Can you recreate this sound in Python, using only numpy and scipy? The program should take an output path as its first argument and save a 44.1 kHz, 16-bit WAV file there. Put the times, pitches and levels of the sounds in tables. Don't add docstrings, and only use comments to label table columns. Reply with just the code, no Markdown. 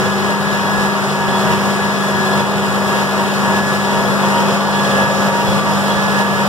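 import sys
import numpy as np
from scipy import signal
from scipy.fft import rfft, irfft
from scipy.io import wavfile
from scipy.ndimage import uniform_filter1d

SR = 44100
rng = np.random.default_rng(int(sys.argv[2]) if len(sys.argv) > 2 else 0)


def bounce(signal):
    frames = np.transpose(np.atleast_2d(signal))
    limited = np.clip(frames, -1, 1)
    pcm = np.round(limited * 32767).astype(np.int16)
    wavfile.write(sys.argv[1], SR, pcm)


def level_to_linear(level):
    exponent = np.asarray(level, float) / 20
    return 10 ** exponent


N = 285768

T = np.arange(N) / SR
HZ = np.arange(N // 2 + 1) * SR / N
PORTS = np.array([[.5], [-.5]])


def about_mean(db):
    return db - 10 * np.log10(np.mean(level_to_linear(db) ** 2))


def walk(rate_hz):
    hold = int(SR / rate_hz)
    held = np.repeat(rng.standard_normal(N // 50), hold)[:N]
    return 1.3 * uniform_filter1d(uniform_filter1d(held, hold), hold)


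def throbs(rows, idle=1.):
    swells = sum(level_to_linear(db) * np.exp(-2 * ((T - s) / length_s) ** 2) for s, db, length_s in rows)
    return about_mean(20 * np.log10(idle + swells))


def whine(tones, swing_db, flicker_db=1.0, slip_rad=0, bend_rad_per_db=0):
    out = np.zeros((2, N))
    for hz, wander_hz, db, tilt_db, lead_rad, likeness in tones:
        pitch_hz = hz + wander_hz * walk(25)
        phase = 2 * np.pi * np.cumsum(pitch_hz) / SR + bend_rad_per_db * swing_db
        grain_hz = 3 + 4 * wander_hz
        a = np.array([walk(grain_hz), walk(grain_hz)])
        b = np.array([walk(grain_hz), walk(grain_hz)])
        smear = (a * np.sin(phase) + b * np.cos(phase)) / np.sqrt(2)
        direct = np.sin(phase + (lead_rad + slip_rad) * PORTS)
        tone = np.sqrt(likeness) * direct + np.sqrt(1 - likeness) * smear
        gain_db = db + tilt_db * PORTS + swing_db + flicker_db * walk(20)
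        out += np.sqrt(2) * level_to_linear(gain_db) * tone
    return out


def limiter():
    # time in seconds, duck depth in dB.
    ducks = [(.08, 2.), (.34, 3.), (.57, 1.4), (.88, 3.2), (1.13, 2.), (1.55, 2.7), (1.72, 2.), (1.86, 1.8),
             (1.96, 1.2), (2.12, .8), (2.42, 3.6), (2.59, 1.3), (2.79, .8), (3.04, 2.8), (3.24, 1.7),
             (3.6, 3.1), (3.77, 2.2), (4.05, .5), (4.14, 1.3), (4.3, .9), (4.43, 1.2), (4.57, 2.8),
             (4.65, 1.1), (5.04, 3.2), (5.29, 2.3), (5.6, 3.1), (5.81, 1.6), (5.93, 1.2), (6.22, 3.1)]
    duck_s, recover_db_per_s = .03, 9.125
    ducked_db = sum(db * np.clip(.5 + (T - s) / duck_s, 0, 1) for s, db in ducks)
    return about_mean(recover_db_per_s * T - ducked_db)


def facing():
    # time in seconds, exhaust side of the roar in dB.
    exhaust_side = [
        (0, -24.5),
        (2.4, -23.6),
        (3.8, -23.6),
        (4.1, -22),
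        (5.7, -22.2),
        (6.48, -23),
    ]
    return about_mean(np.interp(T, *np.transpose(exhaust_side)))


def wind():
    # time in seconds, level in dB, length in seconds, top frequency in Hz.
    puffs = [
        (.55, -29, .03, 120),
        (.82, -24, .04, 90),
        (1.3, -23, .025, 280),
        (1.9, -31, .02, 280),
        (2.7, -28, .04, 140),
        (5.5, -20.5, .025, 200),
        (5.63, -26, .04, 130),
        (5.97, -23, .02, 170),
    ]
    breeze_db, breeze_hz = -44, 70
    air = rfft(rng.standard_normal((2, N))) * HZ ** 2 / (HZ ** 2 + 40 ** 2)
    breeze = irfft(air / (1 + (HZ / breeze_hz) ** 2), N)
    out = level_to_linear(breeze_db + 4 * walk(7)) * breeze / breeze.std()
    for s, db, length_s, top_hz in puffs:
        puff = irfft(air[0] / (1 + (HZ / top_hz) ** 4), N)
        out[0] += level_to_linear(db) * puff / puff.std() * np.exp(-((T - s) / length_s) ** 2 / 2)
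    return out


def roar(cycles, facing_db):
    # frequency in Hz, first port level in dB per Hz, second port level in dB per Hz.
    spectrum = [(40, -34, -19), (70, -9.5, -17), (101, 5, 1), (177, 6, 2), (297, -5, -4.5), (430, -4, -1),
                (635, -7.5, -2), (1050, -1.5, -15.5), (1740, -11, -5), (2270, -11, -10.5),
                (3390, -13, -17.5), (5150, -15.5, -19), (8470, -20.5, -26.5), (15800, -34, -31)]
    level_db, port_gap_s, throb = -50, .00037, .04
    hz, *port_db = np.transpose(spectrum)
    octaves = np.log2(HZ + 1)
    colour_db = np.array([np.interp(octaves, np.log2(hz), db, left=-40) for db in port_db])
    colour = level_to_linear(colour_db + level_db) * np.sqrt(SR / 2)
    alike = .95 * np.exp(-(2 * np.pi * HZ * port_gap_s) ** 2 / 6)
    mid, side = rfft(rng.standard_normal((2, N)))
    noise = colour * (np.sqrt((1 + alike) / 2) * mid + 2 * PORTS * np.sqrt((1 - alike) / 2) * side)

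    out, swell, swish = np.zeros((2, N)), walk(9), walk(30)
    for centre in np.arange(5, 14.6, .5):
        band = np.cos(np.pi * np.clip(octaves - centre, -.5, .5)) ** 2
        turn_db = facing_db * (1 - PORTS) * np.exp(-((centre - np.log2(570)) / .6) ** 2)
        flicker_db = .15 * swell + .5 * (centre > 11.2) * swish + .6 * walk(14)
        out += irfft(noise * band, N) * level_to_linear(turn_db + flicker_db)

    turns = 2 * np.pi * cycles
    lift = np.cos(6 * turns) + 1.4 * np.cos(3 * turns) + .35 * np.cos(turns)
    return out * (1 + throb * lift)


def steady_tones():
    # frequency in Hz, wander in Hz,
    # level in dB, first minus second port in dB, first port lead in rad, likeness of the ports 0-1.
    smeared_tones = [(1462, 10, -37, 0, -2.6, .6), (1561, 5, -43, 4, 3, .6), (2533, 7, -42.5, 1, .5, .6),
                     (2160, 7, -47, 0, .2, .5), (11100, 150, -51, 0, 0, 0)]
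    return whine(smeared_tones, 0)


def gears():
    # frequency in Hz, wander in Hz, level in dB, first minus second port in dB,
    # first port lead in rad, likeness of the ports 0-1.
    shaft_tones = [(377.5, 1, -31, -1, .1, .98), (401.7, 1, -35, 0, .1, .97), (629.8, 1.5, -42, 2, .4, .9)]
    timing_tones = [(1172, 2.5, -34, 0, 1.9, .96)]
    mesh_tones = [(943, 5, -32.5, 7, -1, .95), (1887, 8, -41, 4, -2.6, .5), (2837, 12, -46, 5, -2.9, .5)]
    # time in seconds, level of the swell added to the idle whine in dB, length in
    # seconds.
    mesh_throbs = [(.34, 9, .09), (.64, 9, .14), (.92, 8, .17), (1.21, 10, .1), (1.36, 5, .06),
                   (1.51, 13.5, .08), (1.65, 6, .1), (1.89, 10, .09), (2.15, 10, .07), (2.42, 9, .13),
                   (2.66, 11.5, .07), (2.96, 11.5, .12), (3.23, 11, .09), (3.5, 13, .12), (3.93, 11.5, .14),
                   (4.26, 9, .05), (4.38, 15, .1), (4.74, 10, .12), (5.06, 11, .1), (5.37, 14, .14),
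                   (5.69, 12.5, .07), (5.9, 10, .06), (6.23, 11.5, .14), (6.41, 10, .06)]
    turn_s, turn_takes_s = 4.55, .056
    turned = .5 + .5 * np.tanh((T - turn_s) / turn_takes_s)
    shaft_db = about_mean(-7 * turned + 1.2 * (1 + turned) * walk(6))
    shaft = whine(shaft_tones, shaft_db)
    timing_db = about_mean(.1 * T + .4 * walk(8))
    timing = whine(timing_tones, timing_db, slip_rad=.6 - 1.7 * turned)
    mesh = whine(mesh_tones, throbs(mesh_throbs, idle=.25), bend_rad_per_db=.2)
    return shaft + timing + mesh


def pump(cycles):
    # frequency in Hz, wander in Hz, level in dB, first minus second port in dB,
    # first port lead in rad, likeness of the ports 0-1.
    pump_tones = [(1689, 4, -29.5, 4, 0, .92)]
    overtones = [(3385, 18, -37.5, 2, -2.5, .6), (4222, 20, -45, 4, -.2, .4), (5070, 20, -51, 5, -1.5, .1)]
    # time in seconds, level of the swell added to the idle whine in dB, length in
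    # seconds.
    surges = [(.15, 3, 0.23), (.63, -1, .2), (1.1, 4, 0.11), (1.38, 11, 0.11), (1.62, 0, .15),
              (2.02, 3, 0.15), (2.29, 7, 0.25), (2.88, -2, 0.082), (3.58, -2, 0.15), (4.08, 0, 0.25),
              (4.53, 5, .1), (4.85, 9.5, 0.31), (5.55, 8.5, 0.17), (5.95, 12, 0.1), (6.14, 0, 0.05)]
    # time in seconds, level in dB,
    # first minus second port in dB, first port lead in rad.
    sound_path = [(0, 1.5, 6, 0.5), (.4, -7, 17.5, 4.5), (.8, 2, 10, 2), (1.1, -1, -4, 4),
                  (1.4, -4.3, 10, 7.5), (2.05, 0.5, 7, 4), (2.3, 1.5, 10.5, 5), (2.55, -8.5, 19.5, 10.5),
                  (3.2, -5.5, 19, 5), (3.6, 3, -12, 5), (4.0, -1, 4, 5), (4.2, 1, 3, 3.5),
                  (4.45, -10, 5, 4.2), (4.65, -2.5, -1, 7.5), (5.0, 2.5, 11, 8), (5.5, -5, 7, 7.5),
                  (6.15, 4.5, -7, 8.5), (6.48, -3.5, -8, 8.5)]
    s, *path = np.transpose(sound_path)
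    db, tilt_db, slip_rad = (np.interp(T, s, p) for p in path)
    whine_db = db + (tilt_db - pump_tones[0][3]) * PORTS
    flutter_db = 4 * np.cos(2 * np.pi * cycles) - 1
    out = whine(pump_tones, whine_db, slip_rad=slip_rad)
    return out + whine(overtones, throbs(surges) + flutter_db)


def fan():
    # frequency in Hz, wander in Hz, level in dB, first minus second port in dB,
    # first port lead in rad, likeness of the ports 0-1.
    fan_tones = [(199.3, .4, -17, 2.7, .1, .997)]
    # time in seconds, extra lead at the first port in rad.
    fan_turn = [(0, .08), (1.1, .02), (2.8, .02), (3.6, -.04), (6.48, -.04)]
    beat_hz, beat_start_rad = 4.1, 1.9
    beat = 2 * np.pi * beat_hz * T + beat_start_rad
    beat_db = .9 - .7 * PORTS
    swing_db = beat_db * np.cos(beat) + .25 * walk(2.96)
    slip_rad = np.interp(T, *np.transpose(fan_turn)) + .07 * np.sin(beat)
    return whine(fan_tones, swing_db, flicker_db=.53, slip_rad=slip_rad)


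def engine(cycles, facing_db):
    # multiple of the cycle, level in dB, first minus second port in dB, first port lead in rad.
    strong_tones = [(6.0, -30.0, 2.0, 0.1), (8.0, -33.0, 3.0, -0.1), (9.0, -27.0, 3.0, 0.0),
                    (10.0, -32.0, 4.0, 0.1), (14.0, -41.0, 5.0, 0.2), (15.0, -39.0, 1.0, 0.3),
                    (18.0, -42.0, 3.0, 0.4), (22.0, -44.0, 3.0, 0.1), (26.0, -41.0, 4.0, 0.0),
                    (28.0, -44.0, 8.0, -0.3), (30.0, -41.0, 2.0, 0.1), (31.0, -43.0, 3.0, 0.1),
                    (33.0, -39.0, 6.0, 0.0), (34.0, -42.0, 5.0, 0.8), (36.0, -40.0, 4.0, 0.8),
                    (40.0, -43.0, -1.0, 0.6), (42.0, -44.5, 3.0, 0.3), (43.0, -46.0, 3.0, 0.3),
                    (47.0, -41.0, 3.0, -0.1), (49.0, -45.0, 2.0, 0.2), (51.0, -41.0, 2.0, -0.2),
                    (52.0, -42.0, 4.0, -0.3), (54.0, -43.0, 4.0, 1.3), (57.0, -42.0, 1.0, 0.5),
                    (63.0, -44.0, 0.0, 0.2), (66.0, -42.0, -2.0, 0.2), (69.0, -43.5, -1.0, -0.2),
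                    (78.0, -46.0, -4.0, -1.3), (81.0, -44.0, -4.0, 0.1), (83.0, -44.0, 4.0, 1.4)]
    # multiple of the cycle, dB per dB of facing.
    exhaust_tones = [(31, -2.5), (33, 4.5), (34, 2.5), (35, 2.5), (36, 2), (42, 4.5), (43, 3.5), (47, -2.5),
                     (51, 2.5), (54, 5), (63, -3), (69, -1.5), (78, -3)]
    faint_db, scatter_db, unsteady_db = -49, 2.5, 1.6
    strong = {round(row[0]): row[1:] for row in strong_tones}
    turning = dict(exhaust_tones)
    out = np.zeros((2, N))
    for k in range(4, 91):
        size, side = rng.standard_normal(2)
        start_rad = rng.uniform(0, 2 * np.pi)
        faint = (faint_db + scatter_db * size, 2.2, side * k / 80)
        db, tilt_db, lead_rad = strong.get(k, faint)
        gain = level_to_linear(db + turning.get(k, 0) * facing_db + unsteady_db * walk(5))
        tone = np.sin(2 * np.pi * k * cycles + start_rad + lead_rad * PORTS)
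        out += np.sqrt(2) * gain * level_to_linear(tilt_db * PORTS) * tone
    return out


def scene():
    cycle_hz = 16.262
    cycles = np.cumsum(cycle_hz * (1 + .001 * walk(1.5))) / SR
    facing_db = facing()
    steady = roar(cycles, facing_db) + steady_tones() + fan() + engine(cycles, facing_db)
    pushing = wind() + gears() + pump(cycles)
    return steady + pushing / level_to_linear(.62 * limiter())


def low_pass(x):
    return signal.sosfilt(signal.butter(12, 16330, fs=SR, output="sos"), x)


def record(dry):
    cancel_gain, cancel_top_hz, cancel_delay_s, top_hz = .89, 7200, .000457, 15750
    ports = rfft(dry * level_to_linear(limiter()))
    dull = (HZ / cancel_top_hz) ** 2
    delay_s = cancel_delay_s * (1 + .033 * np.tanh((dull / .65) ** 3))
    late = cancel_gain * np.exp(-dull - 2j * np.pi * HZ * delay_s)
    band = (HZ < top_hz) * HZ ** 4 / (HZ ** 4 + 32. ** 4)
    mix = irfft(band * (ports - late * ports[::-1]), N)
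    return low_pass(mix)


dry = scene()
out = record(dry)
bounce(out)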